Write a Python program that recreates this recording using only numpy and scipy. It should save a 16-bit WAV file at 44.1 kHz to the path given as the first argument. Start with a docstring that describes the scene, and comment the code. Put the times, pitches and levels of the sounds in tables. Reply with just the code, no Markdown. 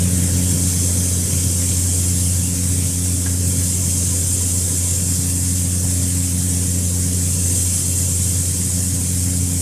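"""A bright, steely hiss of small round seed pours over the steady fan hum of a seed cleaner in a yard.
Thousands of seeds a second tick on the steel and ring it, while the sieve rattles inside. The microphone
passes the side tray, then twice dips close to the outlet chute, and their ringing comes forward.
Underneath, the fan blades hum over a rumble of air, the motor whines, its drive rubs with a faint ping
once a turn, and two small knocks sound on the machine."""
import sys
import numpy as np
from scipy import signal
from scipy.fft import rfft, irfft, next_fast_len
from scipy.io import wavfile
from scipy.ndimage import uniform_filter1d

SR = 44100
rng = np.random.default_rng(int(sys.argv[2]) if len(sys.argv) > 2 else 0)


def inscribe(sig):
    """Save sig as 16-bit PCM at rate SR to the path in sys.argv[1].

    A 1-D sig is mono; a 2-D sig holds one channel per row.
    Samples are clipped to [-1, 1] before scaling.
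    """
    pcm = np.round(np.clip(np.atleast_2d(sig).T, -1, 1) * 32767)
    wavfile.write(sys.argv[1], SR, pcm.astype(np.int16))


N = 423801
TIME = np.arange(N) / SR

# bright tick of seed on steel: pitch_hz, relative_db
TICK_SPECTRUM = [(1500, -61), (3000, -46), (4300, -19.5), (5300, -8.5), (6200, -6), (7400, -1.5),
                 (8500, 1.5), (9300, -2.5), (10500, -3.5), (11100, -8.5), (11600, -13.5), (14000, -11.5)]
# duller rattle of the sieve inside the housing: pitch_hz, relative_db
RATTLE_SPECTRUM = [(400, -31), (1100, -8), (1700, 3), (2400, 3.5), (4000, 4), (7000, 0.5), (11000, -0.5),
                   (14000, -11)]
# resonances of the outlet chute: pitch_hz, width_hz, relative_db
CHUTE_MODES = [(2713, 30, -16.5), (3155, 38, -15.5), (3300, 45, -17.5), (3535, 40, -17.5), (4130, 40, -19),
               (4268, 30, -15), (4758, 42, -11), (5130, 40, -11.5), (5950, 50, -8), (6250, 60, -6),
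               (6456, 50, -2.7), (6940, 50, .5), (7321, 50, 3), (7460, 50, -2), (7680, 60, -7),
               (7890, 60, -3), (8165, 55, 2), (8402, 45, 0), (8610, 70, -1), (9520, 70, -6), (9920, 60, -6),
               (10560, 55, 0), (10830, 50, -8), (12570, 120, -14), (12730, 120, -14), (13436, 90, -15)]
# resonances of the side tray: pitch_hz, width_hz, relative_db
TRAY_MODES = [(1722, 60, -20), (2300, 160, -18), (3160, 40, -11.5), (3294, 55, -12.5), (3520, 60, -14.5),
              (3919, 70, -15), (4521, 60, -14.5), (4931, 70, -10.5), (5440, 90, -6), (5835, 50, -4.5),
              (6223, 70, -1), (6445, 60, -3), (7450, 70, 0), (8397, 70, 1), (8780, 100, 0),
              (10379, 130, -4), (11130, 120, -5), (11864, 100, -10), (13415, 160, -13)]
# a resonance of the steel sings out for a moment, mostly as the microphone crosses its lobe: # centre_s,
# half_length_s, pitch_hz, boost_db
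RESONANCE_SWELLS = [(.6, .3, 7450, 5), (1.1, .6, 6223, 2.5), (1.9, .2, 6450, 3), (2.25, .22, 10560, 5.5),
                    (4.35, .22, 9520, 3.5), (6.1, .2, 8400, 6), (7.45, .2, 6240, 3.5),
                    (7.65, .25, 8400, 5.5), (7.75, .35, 2713, 4), (7.85, .3, 10560, 2.5),
                    (8.45, .2, 3155, 3), (8.55, .4, 8165, 4), (8.75, .3, 6940, 5)]
# slightly fuller gushes of seed: centre_s, half_length_s, boost_db
SEED_GUSHES = [(.6, 0.61, 0.5), (1.95, 0.13, 0.5), (3.6, .14, .9), (5.25, .25, 0.6), (6.2, 0.1, 0),
               (7.584, 0.066, 0)]
# the microphone leans in to the steel: arrival_s, stay_s, closeness (0-1), tray_share (the rest is chute)
MIC_VISITS = [(.68, 0.95, 0.76, 0.77), (2.0, .05, 0.44, 0), (4.12, 0.63, 1, 0.2), (5.95, .15, 0.2, 0),
              (7.6, 0.48, 0.96, 0.17)]
# the hum's first three harmonics swell and sink as the microphone moves round: time_s, level_db
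HUM_FUNDAMENTAL = [(0.15, -19), (1.05, -21), (2.4, -20), (2.5, -23), (2.77, -19.5), (2.97, -22.5),
                   (3.31, -19.5), (3.8, -22.5), (7.2, -20.5), (7.71, -22), (7.79, -26), (7.87, -21),
                   (8.7, -23), (9.45, -21.5)]
HUM_SECOND = [(0, -23), (.15, -23.5), (1.05, -33), (1.8, -33.5), (2.4, -29.7), (3.1, -29), (3.95, -30.5),
              (4.3, -37.5), (4.95, -34.5), (5.4, -29.7), (6.5, -29.5), (7.15, -28), (7.6, -33.5),
              (8.15, -35.5), (9.15, -28.5), (9.6, -31)]
HUM_THIRD = [(0, -33.5), (.45, -31.7), (1.3, -37), (1.75, -37.5), (3, -33), (4.7, -38.5), (5.5, -33.5),
             (5.75, -35), (6.08, -30.5), (6.5, -34), (7.5, -36), (7.9, -42), (8.2, -41.5), (8.9, -37.5),
             (9.3, -32), (9.6, -34)]
# faint upper harmonics of the blade tone: multiple, level_db
HUM_UPPER = [(4, -51.5), (5, -56.5), (7, -65)]
# air rumble in the fan housing: pitch_hz, relative_db
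AIR_SPECTRUM = [(15, -33), (35, -18.5), (60, -15.5), (90, -2), (135, -0.5), (175, -3), (220, -9), (275, -9),
                (320, -16), (460, -17.5), (525, -18.5), (600, -22), (720, -27.5), (1150, -32), (3000, -35),
                (9000, -43)]
# swell of the air's low mids: time_s, gain_db
AIR_LOW_MIDS = [(0, 0), (1.8, 1), (2.4, -3.5), (3, -0.5), (4.3, 1.5), (5, -.5), (5.5, -4.5), (5.95, 2.5),
                (6.25, -4), (6.6, 1.5), (6.95, 0.5), (7.4, 0.5), (8.6, -2), (9.6, -2.5)]
# small knocks on the machine: start_s, level_db, pitch_hz, t60_s, scuff_share (0-1)
PANEL_KNOCKS = [(3.259, -26, 1640, .08, .55), (5.835, -34, 720, .16, .85)]
# tones of the motor and drive: pitch_hz, level_db, wander_hz
MOTOR_TONES = [(112, -43, .3), (293.5, -55, .4), (413, -56, 2), (496, -51.5, .4), (530, -57, .6),
               (536.5, -57, .6)]
# the drive rubs harder on the turn nearest each time: time_s, boost_db
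DRIVE_ACCENTS = [(1.32, 6), (3.83, 6), (4.12, 10), (4.41, 8), (4.71, 6), (4.86, 8), (6.93, 6), (7.37, 7),
                 (7.52, 6), (8.99, 6)]


def seed_stream(level_db=-24, close_boost_db=3, clump_db=.38, shake_db=.24, shake_hz=6.3):
    """The shaking sieve feeds seed in small surges; it ticks on the steel and rings tray and chute."""
    at_tray, at_chute = closeness()
    gush_db = sum(db * swell(centre, half) for centre, half, db in SEED_GUSHES)
    flow = gain_of(level_db + close_boost_db * (at_tray + at_chute) + gush_db)
    surge = gain_of(clump_db * drift(25) + shake_db * np.sin(2 * np.pi * shake_hz * TIME))
    blows = patchy(impacts(per_s=14000, spread_db=0), depth_db=2, span_hz=600, span_s=.04)
    ticks = coloured(blows, TICK_SPECTRUM)
    # close to a steel part, its ringing takes over from the dry ticking
    chute_gain = gain_of(-9 + 10 * at_chute)
    tray_gain = gain_of(-11 + 10 * at_tray)
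    chute = chute_gain * ringing_steel(CHUTE_MODES, wander_db=1.4)
    tray = tray_gain * ringing_steel(TRAY_MODES, wander_db=1.3)
    hiss = (ticks + chute + tray) / np.sqrt(1 + tray_gain ** 2 + chute_gain ** 2)
    return surge * flow * hiss


def ringing_steel(modes, wander_db, heavy_under_hz=5200, lobe_reach_hz=40):
    """Seed blows ring resonances that wax and wane as the microphone moves; heavy ones ring the lows."""
    light = impacts(per_s=7000, spread_db=1.5)
    heavy = impacts(per_s=260, spread_db=1.5)
    out = np.zeros(N)
    for hz, width, db in modes:
        blows = heavy if hz < heavy_under_hz else light
        push = blows * rng.uniform(-.88, 1, N)  # where a seed lands sets how it drives this mode
        pole = np.exp((2j * np.pi * hz - np.pi * width) / SR)
        ring = signal.lfilter([1 - abs(pole)], [1, -2 * pole.real, abs(pole) ** 2], push) * pole.imag
        lobe_db = sum(boost * swell(centre, half) for centre, half, lobe_hz, boost in RESONANCE_SWELLS
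                      if abs(lobe_hz - hz) < lobe_reach_hz)
        out += ring * gain_of(db + lobe_db + wander_db * drift(1.7))
    return evened(out)


def fan_hum(blade_hz=89.16, flutter=.025, overtone_flutter=.09, sway_rad=.066):
    """Each blade pushes air past the outlet at a near-steady rate; turbulence shakes the hum a little."""
    phase = 2 * np.pi * np.cumsum(blade_hz + .04 * drift(1)) / SR
    hum = np.cos(phase) * fader(HUM_FUNDAMENTAL) * (1 + flutter * drift(9.6))
    overtones = [(2, fader(HUM_SECOND)), (3, fader(HUM_THIRD))]
    overtones += [(multiple, gain_of(db)) for multiple, db in HUM_UPPER]
    for multiple, gain in overtones:
        tone = np.cos(multiple * phase + sway_rad * drift(10))
        hum += gain * tone * (1 + overtone_flutter * drift(4.6))
    return -np.sqrt(2) * hum


def air_rumble(level_db=-28.5, housing_boost_db=3.5, low_mids_hz=(330, 660)):
    """Turbulent air rumbles in the housing in small uneven eddies; its low mids swell and sink."""
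    eddies = patchy(rng.standard_normal(N), depth_db=1.8, span_hz=200, span_s=.05)
    rumble = coloured(eddies, AIR_SPECTRUM)
    band = signal.butter(3, low_mids_hz, "bandpass", fs=SR, output="sos")
    rumble += (fader(AIR_LOW_MIDS) - 1) * signal.sosfiltfilt(band, rumble)
    return rumble * gain_of(level_db + housing_boost_db * beside_housing())


def sieve_rattle(level_db=-39, housing_boost_db=3, screen_db=-2):
    """Seed rattles on the sieve inside: louder beside the housing, screened by the chute."""
    _, at_chute = closeness()
    blows = patchy(impacts(per_s=14000, spread_db=2), depth_db=5.5, span_hz=350, span_s=.069)
    gain = gain_of(level_db + housing_boost_db * beside_housing() + screen_db * at_chute)
    return gain * coloured(blows, RATTLE_SPECTRUM)


def knocks(attack_s=.005, width_hz=450, body_hz=720, body_db=-6):
    """Each knock rings one panel resonance, blurred by a short scuff, over the housing's dull body."""
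    out = np.zeros(N)
    body = gain_of(body_db) * noise_band(body_hz, width_hz)
    for start, db, hz, t60, scuff_share in PANEL_KNOCKS:
        age = np.maximum(TIME - start, 0)
        scuff = np.sqrt(scuff_share) * noise_band(hz, width_hz)
        ring = np.sqrt(2 * (1 - scuff_share)) * np.sin(2 * np.pi * hz * age)
        envelope = (1 - np.exp(-age / attack_s)) * gain_of(db - 60 * np.minimum(age / t60, 2))
        out += (ring + scuff + body) * envelope
    return out


def motor_whine(housing_boost_db=3.5):
    """Faint motor tones wander with the load and fade with distance from the housing."""
    tones = sum(gain_of(db) * wavering_tone(hz, wander, rate_hz=5.2) for hz, db, wander in MOTOR_TONES)
    near_db = housing_boost_db * beside_housing()
    return np.sqrt(2) * tones * gain_of(near_db - near_db.mean())


def drive_ping(turn_hz=6.78, first_s=.14, level_db=-52.5, spread_db=3, attack_s=.012, fade_s=.02):
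    """Once a turn the drive rubs on steel: a faint, uneven ping."""
    rub_times = np.arange(first_s, N / SR, 1 / turn_hz)
    rub_db = level_db + spread_db * np.minimum(rng.standard_normal(len(rub_times)), 1)
    for time_s, boost_db in DRIVE_ACCENTS:
        rub_db[np.argmin(abs(rub_times - time_s))] = level_db + boost_db
    turn = np.clip(np.round((TIME - first_s) * turn_hz), 0, len(rub_times) - 1).astype(int)
    age = TIME - rub_times[turn]
    envelope = np.exp(-(age / np.where(age < 0, attack_s, fade_s)) ** 2 / 2)
    grit = 1 + .25 * drift(70)
    return gain_of(rub_db[turn]) * envelope * grit * wavering_tone(hz=996, wander_hz=8, rate_hz=12.4)


def closeness(approach_s=.52, retreat_s=1):
    """How close the microphone is to tray and chute: a quick lean in, a stay, a slower retreat."""
    tray, chute = np.zeros((2, N))
    for arrival, stay, close, tray_share in MIC_VISITS:
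        age = TIME - arrival
        approach = (np.minimum(age, 0) / approach_s) ** 2
        retreat = (np.maximum(age - stay, 0) / retreat_s) ** .85
        visit = close * np.exp(-approach - retreat)
        tray += tray_share * visit
        chute += (1 - tray_share) * visit
    return tray, chute


def beside_housing(leave_s=2.06):
    """Falls from 1 toward 0 as the microphone drifts away from the fan housing."""
    return np.exp(-TIME / leave_s)


def impacts(per_s, spread_db):
    """A shower of tiny blows, uneven in size by spread_db; rms 1."""
    size = gain_of(spread_db * np.minimum(rng.exponential(1, N), 4))
    return evened(size * rng.choice([-1., 1.], N) * (rng.random(N) < per_s / SR))


def patchy(x, depth_db, span_hz, span_s):
    """Shimmer: patches of the spectrum swell a little and sink independently; rms 1."""
    hz, times, spectrum = signal.stft(x, SR, nperseg=1024, noverlap=768)
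    patches = rng.standard_normal(spectrum.T.shape)
    patches = uniform_filter1d(patches, max(1, round(span_s / times[1])), axis=0)
    patches = evened(uniform_filter1d(patches, max(1, round(span_hz / hz[1])), axis=1))
    spectrum *= gain_of(depth_db * np.minimum(patches.T, 1))
    return evened(signal.istft(spectrum, SR, nperseg=1024, noverlap=768)[1][:N])


def wavering_tone(hz, wander_hz, rate_hz):
    """A sine whose pitch wanders at random."""
    return np.sin(2 * np.pi * np.cumsum(hz + wander_hz * drift(rate_hz)) / SR)


def drift(rate_hz):
    """Slow random movement, up to about the given rate; rms 1."""
    knots = np.arange(0, N / SR + .01, .002)
    hz = np.fft.rfftfreq(len(knots), knots[1])
    slow = irfft(rfft(rng.standard_normal(len(knots))) / (1 + (hz / rate_hz) ** 2), len(knots))
    return evened(np.interp(TIME, knots, slow - slow.mean()))


def noise_band(centre_hz, width_hz):
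    """Noise through one broad resonance; rms 1."""
    return filtered(rng.standard_normal(N), lambda hz: 1 / (1 + 2j * (hz - centre_hz) / width_hz))


def coloured(x, points):
    """EQs x along (pitch_hz, relative_db) points; rms 1."""
    pitches, db = np.transpose(points)
    return filtered(x, lambda hz: gain_of(np.interp(np.log(hz + 1), np.log(pitches + 1), db)))


def filtered(x, gain_at):
    """Filters x by a gain that depends on frequency; rms 1."""
    size = next_fast_len(N)
    return evened(irfft(rfft(x, size) * gain_at(np.fft.rfftfreq(size, 1 / SR)), size)[:N])


def swell(centre_s, half_length_s):
    """A bell-shaped rise and fall that peaks at 1."""
    return np.exp(-((TIME - centre_s) / half_length_s) ** 2)


def fader(points):
    """Gain riding along (time_s, level_db) points."""
    return gain_of(np.interp(TIME, *np.transpose(points)))


def gain_of(db):
    """Decibels to amplitude."""
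    return 10 ** (db / 20)


def evened(x):
    """Scales to rms 1."""
    return x / np.sqrt(np.mean(x ** 2) + 1e-20)


def scene():
    """Seed and machine reach one microphone, alike in both channels."""
    mix = seed_stream() + fan_hum() + air_rumble() + sieve_rattle()
    mix += knocks() + motor_whine() + drive_ping()
    return np.array([mix, mix])


def record(dry):
    """A steep low-pass trims the top above 14.1 kHz."""
    low_pass = signal.firwin(1023, 14100, window=("kaiser", 9), fs=SR)
    return signal.oaconvolve(dry, low_pass[None], "same")


dry = scene()
out = record(dry)
inscribe(out)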